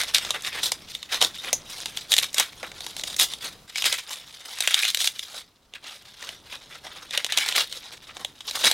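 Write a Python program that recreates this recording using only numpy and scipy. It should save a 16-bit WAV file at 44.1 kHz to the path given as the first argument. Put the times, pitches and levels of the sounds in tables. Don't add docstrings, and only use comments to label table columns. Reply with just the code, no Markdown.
import sys
import numpy as np
from scipy import signal
from scipy.fft import rfft, irfft, next_fast_len
from scipy.io import wavfile
from scipy.ndimage import uniform_filter1d, map_coordinates

SR = 44100
rng = np.random.default_rng(int(sys.argv[2]) if len(sys.argv) > 2 else 0)


def unload_audio(sound):
    columns = np.transpose(np.atleast_2d(sound))
    steps = np.round(np.clip(columns, -1, 1) * 32767)
    wavfile.write(sys.argv[1], SR, steps.astype(np.int16))


N = 384993


def amp(db):
    return 10 ** (np.asarray(db) / 20)


def unit(x):
    return x / np.sqrt(np.mean(x ** 2) + 1e-20)


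def along(points, hz):
    f, v = np.transpose(points)
    return np.interp(np.log(hz + 1), np.log(f + 1), v)


def curves(rows):
    s, *cols = np.transpose(rows)
    return [np.interp(np.arange(N) / SR, s, c) for c in cols]


def wobble(rate):
    knots = rng.standard_normal(int(N * rate / SR) + 4)
    return map_coordinates(knots, [np.arange(N) * rate / SR])


def filtered(x, response):
    m = next_fast_len(N + SR // 2)
    return irfft(rfft(x, m) * response(np.fft.rfftfreq(m, 1 / SR)), m)[..., :N]


def coloured(x, points, size=2048):
    gain = amp(along(points, np.fft.rfftfreq(size, 1 / SR)))
    cep = irfft(np.log(np.maximum(gain, 1e-4)))
    cep = np.concatenate([cep[:1], 2 * cep[1:size // 2], np.zeros(size // 2)])
    pulse = irfft(np.exp(rfft(cep)))
    return signal.fftconvolve(x, pulse / np.linalg.norm(pulse))[:N]


def band(x, lo_hz, hi_hz):
    return signal.sosfilt(signal.butter(2, [lo_hz, hi_hz], "band", fs=SR, output="sos"), x)


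def laid(start, rows):
    at = start[:, None] + np.arange(rows.shape[1])
    return np.bincount(at.ravel(), rows.ravel(), N + rows.shape[1])[:N]


def levelled(x):
    return x / np.sqrt(np.abs(uniform_filter1d(x ** 2, size=5000)) + 1e-12)


# start t/s, hold/s, level/dB, flap/dB and flesh/dB (both against the level)
RIPS = [(0, 0.006, -27, -8.5, -1.5), (0.147, 0.0042, -23.5, -23.5, -6), (0.171, 0.11, -40.5, -2, -3),
        (0.347, 0.019, -40, 0, 6), (0.45, 0.027, -34, -13.5, -1.5), (0.521, 0.17, -39, -2.5, 2),
        (0.638, 0.0047, -22, -15.5, -26.5), (0.903, 0.017, -37.5, -26, -15), (1.121, 0.028, -29, -8, -3.5),
        (1.216, 0.017, -24.5, -6.5, -15), (1.344, 0.064, -41, -23, -7), (1.445, 0.05, -38.5, -1.5, -2.5),
        (1.697, 0.18, -39, -10.5, -14), (1.971, 0, -33, -16.5, -9), (2.112, 0, -26.5, -18.5, -19),
        (2.181, 0.053, -30.5, -16, -6.5), (2.38, 0.024, -26.5, -10, -0.5), (2.639, 0, -40, 8.5, 2),
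        (2.803, 0.1, -45, -7, -26), (2.986, 0.012, -38, -11, -30), (3.076, 0, -29, -9, -14),
        (3.194, 0.042, -23, -16, -15.5), (3.445, 0.02, -35.5, -5, -6.5), (3.769, 0.21, -35.5, -17.5, -8),
        (3.841, 0.092, -29.5, -13.5, -2.5), (4.093, 0.051, -36.5, -12.5, -13),
        (4.455, 0.094, -43, -10, -10.5), (4.583, 0.0084, -37.5, -16.5, 1), (4.641, 0.22, -33.5, -18.5, 2),
        (4.816, 0.093, -33, -29, -8), (5.0, 0.053, -28, -21, -13.5), (5.19, 0.032, -38.5, -20.5, -17),
        (5.34, 0.043, -41, -6.5, -12.5), (5.751, 0, -48.5, -7, 5), (5.844, 0.084, -45, -8, -1.5),
        (6.194, 0.12, -44.5, -7, -8), (6.474, 0.12, -45.5, -5, -5), (6.708, 0.045, -47.5, -3, 1),
        (6.848, 0.18, -48.5, 0, 0), (7.12, 0.07, -37.5, -11.5, 3), (7.295, 0.14, -38, -15, 4),
        (7.362, 0.14, -32.5, -12.5, 0), (7.564, 0.02, -21, -9.5, -4), (7.632, 0.17, -44, -19, -10.5),
        (7.909, 0.0077, -42, -8, -10.5), (8.094, 0.0078, -52, 7, 20), (8.164, 0.052, -46.5, -0.5, -20),
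        (8.479, 0.008, -32, -11, -20), (8.558, 0.025, -28, -6.5, -17), (8.641, 0.039, -22.5, -8.5, -4.5)]
# t/s, level/dB
HANDLING = [(0, -38.5), (.7, -51), (2.9, -50), (3.45, -43), (3.665, -67), (3.68, -48), (4.4, -48.5),
            (5.4, -47.5), (5.52, -69), (5.72, -72), (5.95, -50.5), (6.4, -56.5), (7.7, -46), (8.35, -58),
            (8.73, -34.5)]
HANDLING_FLAP_DB, HANDLING_FLESH_DB = -11, -8
RISE_DB_PER_S, FALL_DB_PER_S = 901.5, 318


def pull():
    t = np.arange(0, N / SR, 1 / 500)
    s, hold, db, flap_db, flesh_db = np.transpose(RIPS)[:, :, None]
    rise_db = RISE_DB_PER_S * np.maximum(s - t, 0)
    fall_db = FALL_DB_PER_S * np.maximum(t - s - np.abs(hold), 0)
    rips = amp(db - rise_db - fall_db) ** 2
    hands = amp(np.interp(t, *np.transpose(HANDLING))) ** 2
    total = hands + rips.sum(axis=0)

    def blend(rip_db, hands_db):
        return ((rips * rip_db).sum(axis=0) + hands * hands_db) / total

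    flap = blend(flap_db, HANDLING_FLAP_DB)
    flesh = blend(flesh_db, HANDLING_FLESH_DB)
    return curves(np.transpose([t, 10 * np.log10(total), flap, flesh]))


def bursts(centre_hz, spread, cycles, spike_db, clump, count):
    density = np.cumsum(np.exp(clump * wobble(70)))
    when, pitch, size = rng.random(count), rng.standard_normal(count), rng.exponential(size=count)
    hz = np.clip(centre_hz * np.exp(spread * pitch), 1300, 16000)[:, None]
    t = np.arange(128) / SR
    strength = amp(spike_db * np.minimum(size, 4))[:, None] * np.sqrt(hz)
    wavelets = strength * np.sin(2 * np.pi * hz * t) * np.exp(-t * hz / cycles)
    x = laid(np.searchsorted(density, when * density[-1]).clip(0, N - 1), wavelets)
    smooth = uniform_filter1d(np.abs(rfft(x)) ** 2, size=4000)
    return levelled(irfft(rfft(x) / np.sqrt(smooth + 1e-9), N))


def creases(t60, spread_db, count):
    t = np.arange(2000) / SR
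    folds = amp(spread_db * rng.standard_normal((count, 1)) - 60 * t / t60)
    x = .5 + laid(rng.integers(0, N, size=count), folds)
    return x / np.sqrt(np.abs(uniform_filter1d(x ** 2, size=5000)))


def patchy(x, depth_db, size):
    z = signal.stft(x, nperseg=size)[2]
    field = uniform_filter1d(rng.standard_normal(z.shape), size=5, axis=0)
    field = uniform_filter1d(field, size=6, axis=1)
    return signal.istft(z * amp(depth_db * unit(field)), nperseg=size)[1][:N]


# (per Hz, relative)
LEAF = [(88, -61), (150, -3), (330, -14), (640, -11.5), (900, -11.5), (1810, -6.5), (2070, -4.5),
        (2670, -6), (3790, -3), (4520, -9), (6410, -2), (12400, -16), (15700, -22)]
# t/s, level/dB
TREBLE = [(.5, -7), (1.2, -8.5), (1.7, -6), (2.4, -4.5), (3, -5), (5, -4), (7.3, -7.5), (8.6, -5.5)]
CRISP_PER_DB = 0.16


def tearing():
    pull_db, flap_db, flesh_db = pull()
    cells = bursts(centre_hz=3720, spread=0.674, cycles=1.5, spike_db=2.0, clump=1.3, count=9000)
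    scraps = patchy(rng.standard_normal(N), depth_db=2.0, size=256)
    scraps = patchy(scraps, depth_db=3.5, size=1024)
    rustle = creases(t60=0.1, spread_db=-2.5, count=500) * scraps
    skin = coloured(cells + amp(1.5) * unit(rustle), LEAF)

    def part(db, lo_hz, hi_hz):
        return amp(db) * unit(band(skin, lo_hz, hi_hz))

    treble_db = curves(TREBLE)[0] + CRISP_PER_DB * (pull_db + 33.5)
    low = part(flap_db, 365, 1230) - part(flesh_db, 1360, 2980)
    high = part(0, 3190, 5210) - part(treble_db, 8330, 16700)
    return amp(pull_db) * (low + high)


# t/s, level/dB (relative)
ROOM = [(0, -64.5), (3.66, -64), (3.68, -73.5), (6.9, -68.5), (7.6, -70), (8.73, -64.5)]
# (per Hz, relative)
RUMBLE = [(12, -28), (20, -8.5), (125, -8), (1200, -19), (1560, -23), (2640, -120)]
# (per Hz, relative)
HISS = [(180, -41.5), (300, -5.5), (956, -3.5), (4170, -3), (15700, -13)]


def background():
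    room_db, = curves(ROOM)

    def shaded_noise(points):
        return filtered(rng.standard_normal((2, N)), lambda hz: amp(along(points, hz)))

    mid, side = shaded_noise(RUMBLE)
    rumble = unit(np.array([mid + side / 6, mid - side / 6]))
    shared, own = shaded_noise(HISS)
    hiss = unit(np.array([shared + .5 * own, shared - .5 * own]))
    rumble_db = room_db + 10.0 + 2.3 * wobble(7.6)
    hiss_db = 1.59 * (room_db + 70.5) - 67.5
    return amp(rumble_db) * rumble + amp(hiss_db) * hiss


# f/Hz, t60/s
WALLS = [(300, 0.086), (14000, 0.16)]


def kitchen(x):
    hz, t, z = signal.stft(rng.standard_normal(SR // 2), SR, nperseg=256)
    decay = amp(-60 * t / along(WALLS, hz)[:, None])
    tail = signal.istft(z * decay, SR, nperseg=256)[1]
    delayed = np.pad(x, (150, 0))
    return signal.fftconvolve(delayed, tail / np.linalg.norm(tail))[:N]


# t/s, level/dB
# (relative), pitch f/Hz
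SNAPS = [(0.0145, -9, 3800), (0.034, -11, 3800), (0.1461, -0.5, 3950), (0.1641, -11, 3870),
         (0.1827, -7.5, 3790), (0.249, -15, 3670), (0.3059, -6, 3730), (0.4219, -24, 7500),
         (0.4478, -18, 3900), (0.631, -13, 3730), (0.7188, -5, 4840), (0.9505, -14, 3620),
         (1.0285, -18, 3600), (1.144, -9.5, 3850), (1.2151, -2.5, 3580), (1.2239, -1.5, 3690),
         (1.2467, -4.5, 3900), (1.5294, -5, 6230), (1.858, -11.5, 3840), (1.973, -12, 3830),
         (2.1061, -25, 7000), (2.119, -3.5, 3960), (2.1294, -6, 3330), (2.139, -1, 3760), (2.166, -6, 4400),
         (2.1814, -4, 3830), (2.186, -1.5, 3950), (2.3302, -27, 7500), (2.3436, -11.5, 5660),
         (2.382, -3, 3860), (2.398, -3.5, 5700), (2.6298, -18, 2000), (2.717, -22, 1700),
         (2.8065, -20, 3850), (2.8654, -15, 3670), (2.966, -16, 4100), (2.996, -18, 3780),
         (3.0359, -12, 3670), (3.1428, -19.5, 3960), (3.1643, -16, 7000), (3.1979, -3, 3740),
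         (3.336, -15, 3640), (3.7579, -11, 2350), (3.7825, -14.5, 2920), (3.8222, -8.5, 3040),
         (3.8414, -7, 2520), (3.8611, -7.5, 3530), (3.926, -8, 3560), (4.586, -17.5, 4200),
         (4.6053, -5, 3820), (4.623, -12.5, 3700), (4.675, -1, 2820), (4.7432, -0.5, 3340),
         (4.7906, -9.5, 3950), (4.8324, -7.5, 2540), (4.8508, -6, 2870), (4.8812, -10.5, 3620),
         (4.9013, -12, 4070), (4.9464, -5, 4050), (4.9725, -10, 4000), (5.004, -10.5, 3470),
         (5.0172, -13, 3390), (5.021, -14, 3500), (5.0435, -7, 3910), (5.0736, -3, 3580),
         (5.1923, -14.5, 3520), (5.7371, -24.5, 2860), (6.2255, -19, 1870), (6.2908, -16.5, 2950),
         (7.108, -18, 3670), (7.1758, -3, 3110), (7.2459, -7.5, 3800), (7.2642, -14, 3970),
         (7.3226, -7.5, 3850), (7.3747, -2.5, 4070), (7.3832, -3.5, 2960), (7.4618, -14, 4800),
         (7.4881, -7.5, 4070), (7.5237, -11.5, 3020), (7.5515, -14, 3580), (7.7258, -16.5, 4100),
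         (8.168, -19, 1490), (8.2472, -12, 3400), (8.4068, -22.5, 3440), (8.51, -14.5, 4100),
         (8.647, -5.5, 3540), (8.713, -3, 4300)]


def snaps():
    s, db, hz = np.transpose(SNAPS)[:, :, None]
    t = np.arange(1536) / SR
    f = np.fft.rfftfreq(len(t), 1 / SR)
    count = len(s)
    start = np.round(s[:, 0] * SR).astype(int)
    noise = rng.standard_normal((count, len(t)))

    giving = 1 - np.exp(-t / (0.00087 * rng.random((count, 1)) + 1 / SR))
    split_s = 0.0014 + 0.0022 * rng.random((count, 1))
    crack = 0.33 * np.exp(-(t / split_s) ** 2) * giving * noise
    crack[:, 0] += 3 * rng.random(count) ** 2 + .5
    splinters = 0.15 * amp(-60 * t / 0.039) * giving * noise
    blow = crack + splinters

    width = 0.22 * hz
    resonance = 1j * f * width / (hz ** 2 - f ** 2 + 1j * f * width)
    rib = irfft(rfft(blow) * (0.77 + 1.8 * resonance))
    size = np.linalg.norm(rib, axis=1, keepdims=True)
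    rib, blow = rib / size, blow / size

    cup = 720 * np.exp(0.25 * rng.standard_normal((count, 1)))
    hollow = f * cup / (cup ** 2 - f ** 2 + .5j * f * cup)
    thud = irfft(rfft(amp(-60 * t / 0.02) * noise) * hollow)
    thud_db = pull()[1][start, None] + 3
    sparkle_db = 15.0 + .2 * db + curves(TREBLE)[0][start, None] + 11.0 * np.log2(hz / 3700)

    def part(level_db, rows, lo_hz, hi_hz):
        return band(coloured(laid(start, amp(db + level_db) * rows), LEAF), lo_hz, hi_hz)

    body = part(10.43, rib, 1320, 5420)
    return body - part(thud_db, thud, 280, 1250) - part(sparkle_db, blow, 7730, 15000)


# t/s, level/dB, t60/s
TAP = (1.53, -18, 0.1)
# low f/Hz, high f/Hz
BOWL_MODES = (5900, 6700)


def bowl():
    s, db, t60 = TAP
    t = np.arange(N) / SR - s
    noise = filtered(rng.standard_normal(N), lambda hz: hz > BOWL_MODES[0])
    ring = unit(band(noise, *BOWL_MODES))
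    return (t > 0) * amp(db - 60 * np.abs(t) / t60) * ring


def scene():
    near = tearing() + snaps() + bowl()
    return near + amp(-12.0) * kitchen(near) + background()


TOP_HZ = 15900


def record(dry):
    return filtered(np.clip(dry, -1, 1), lambda hz: hz < TOP_HZ)


dry = scene()
out = record(dry)
unload_audio(out)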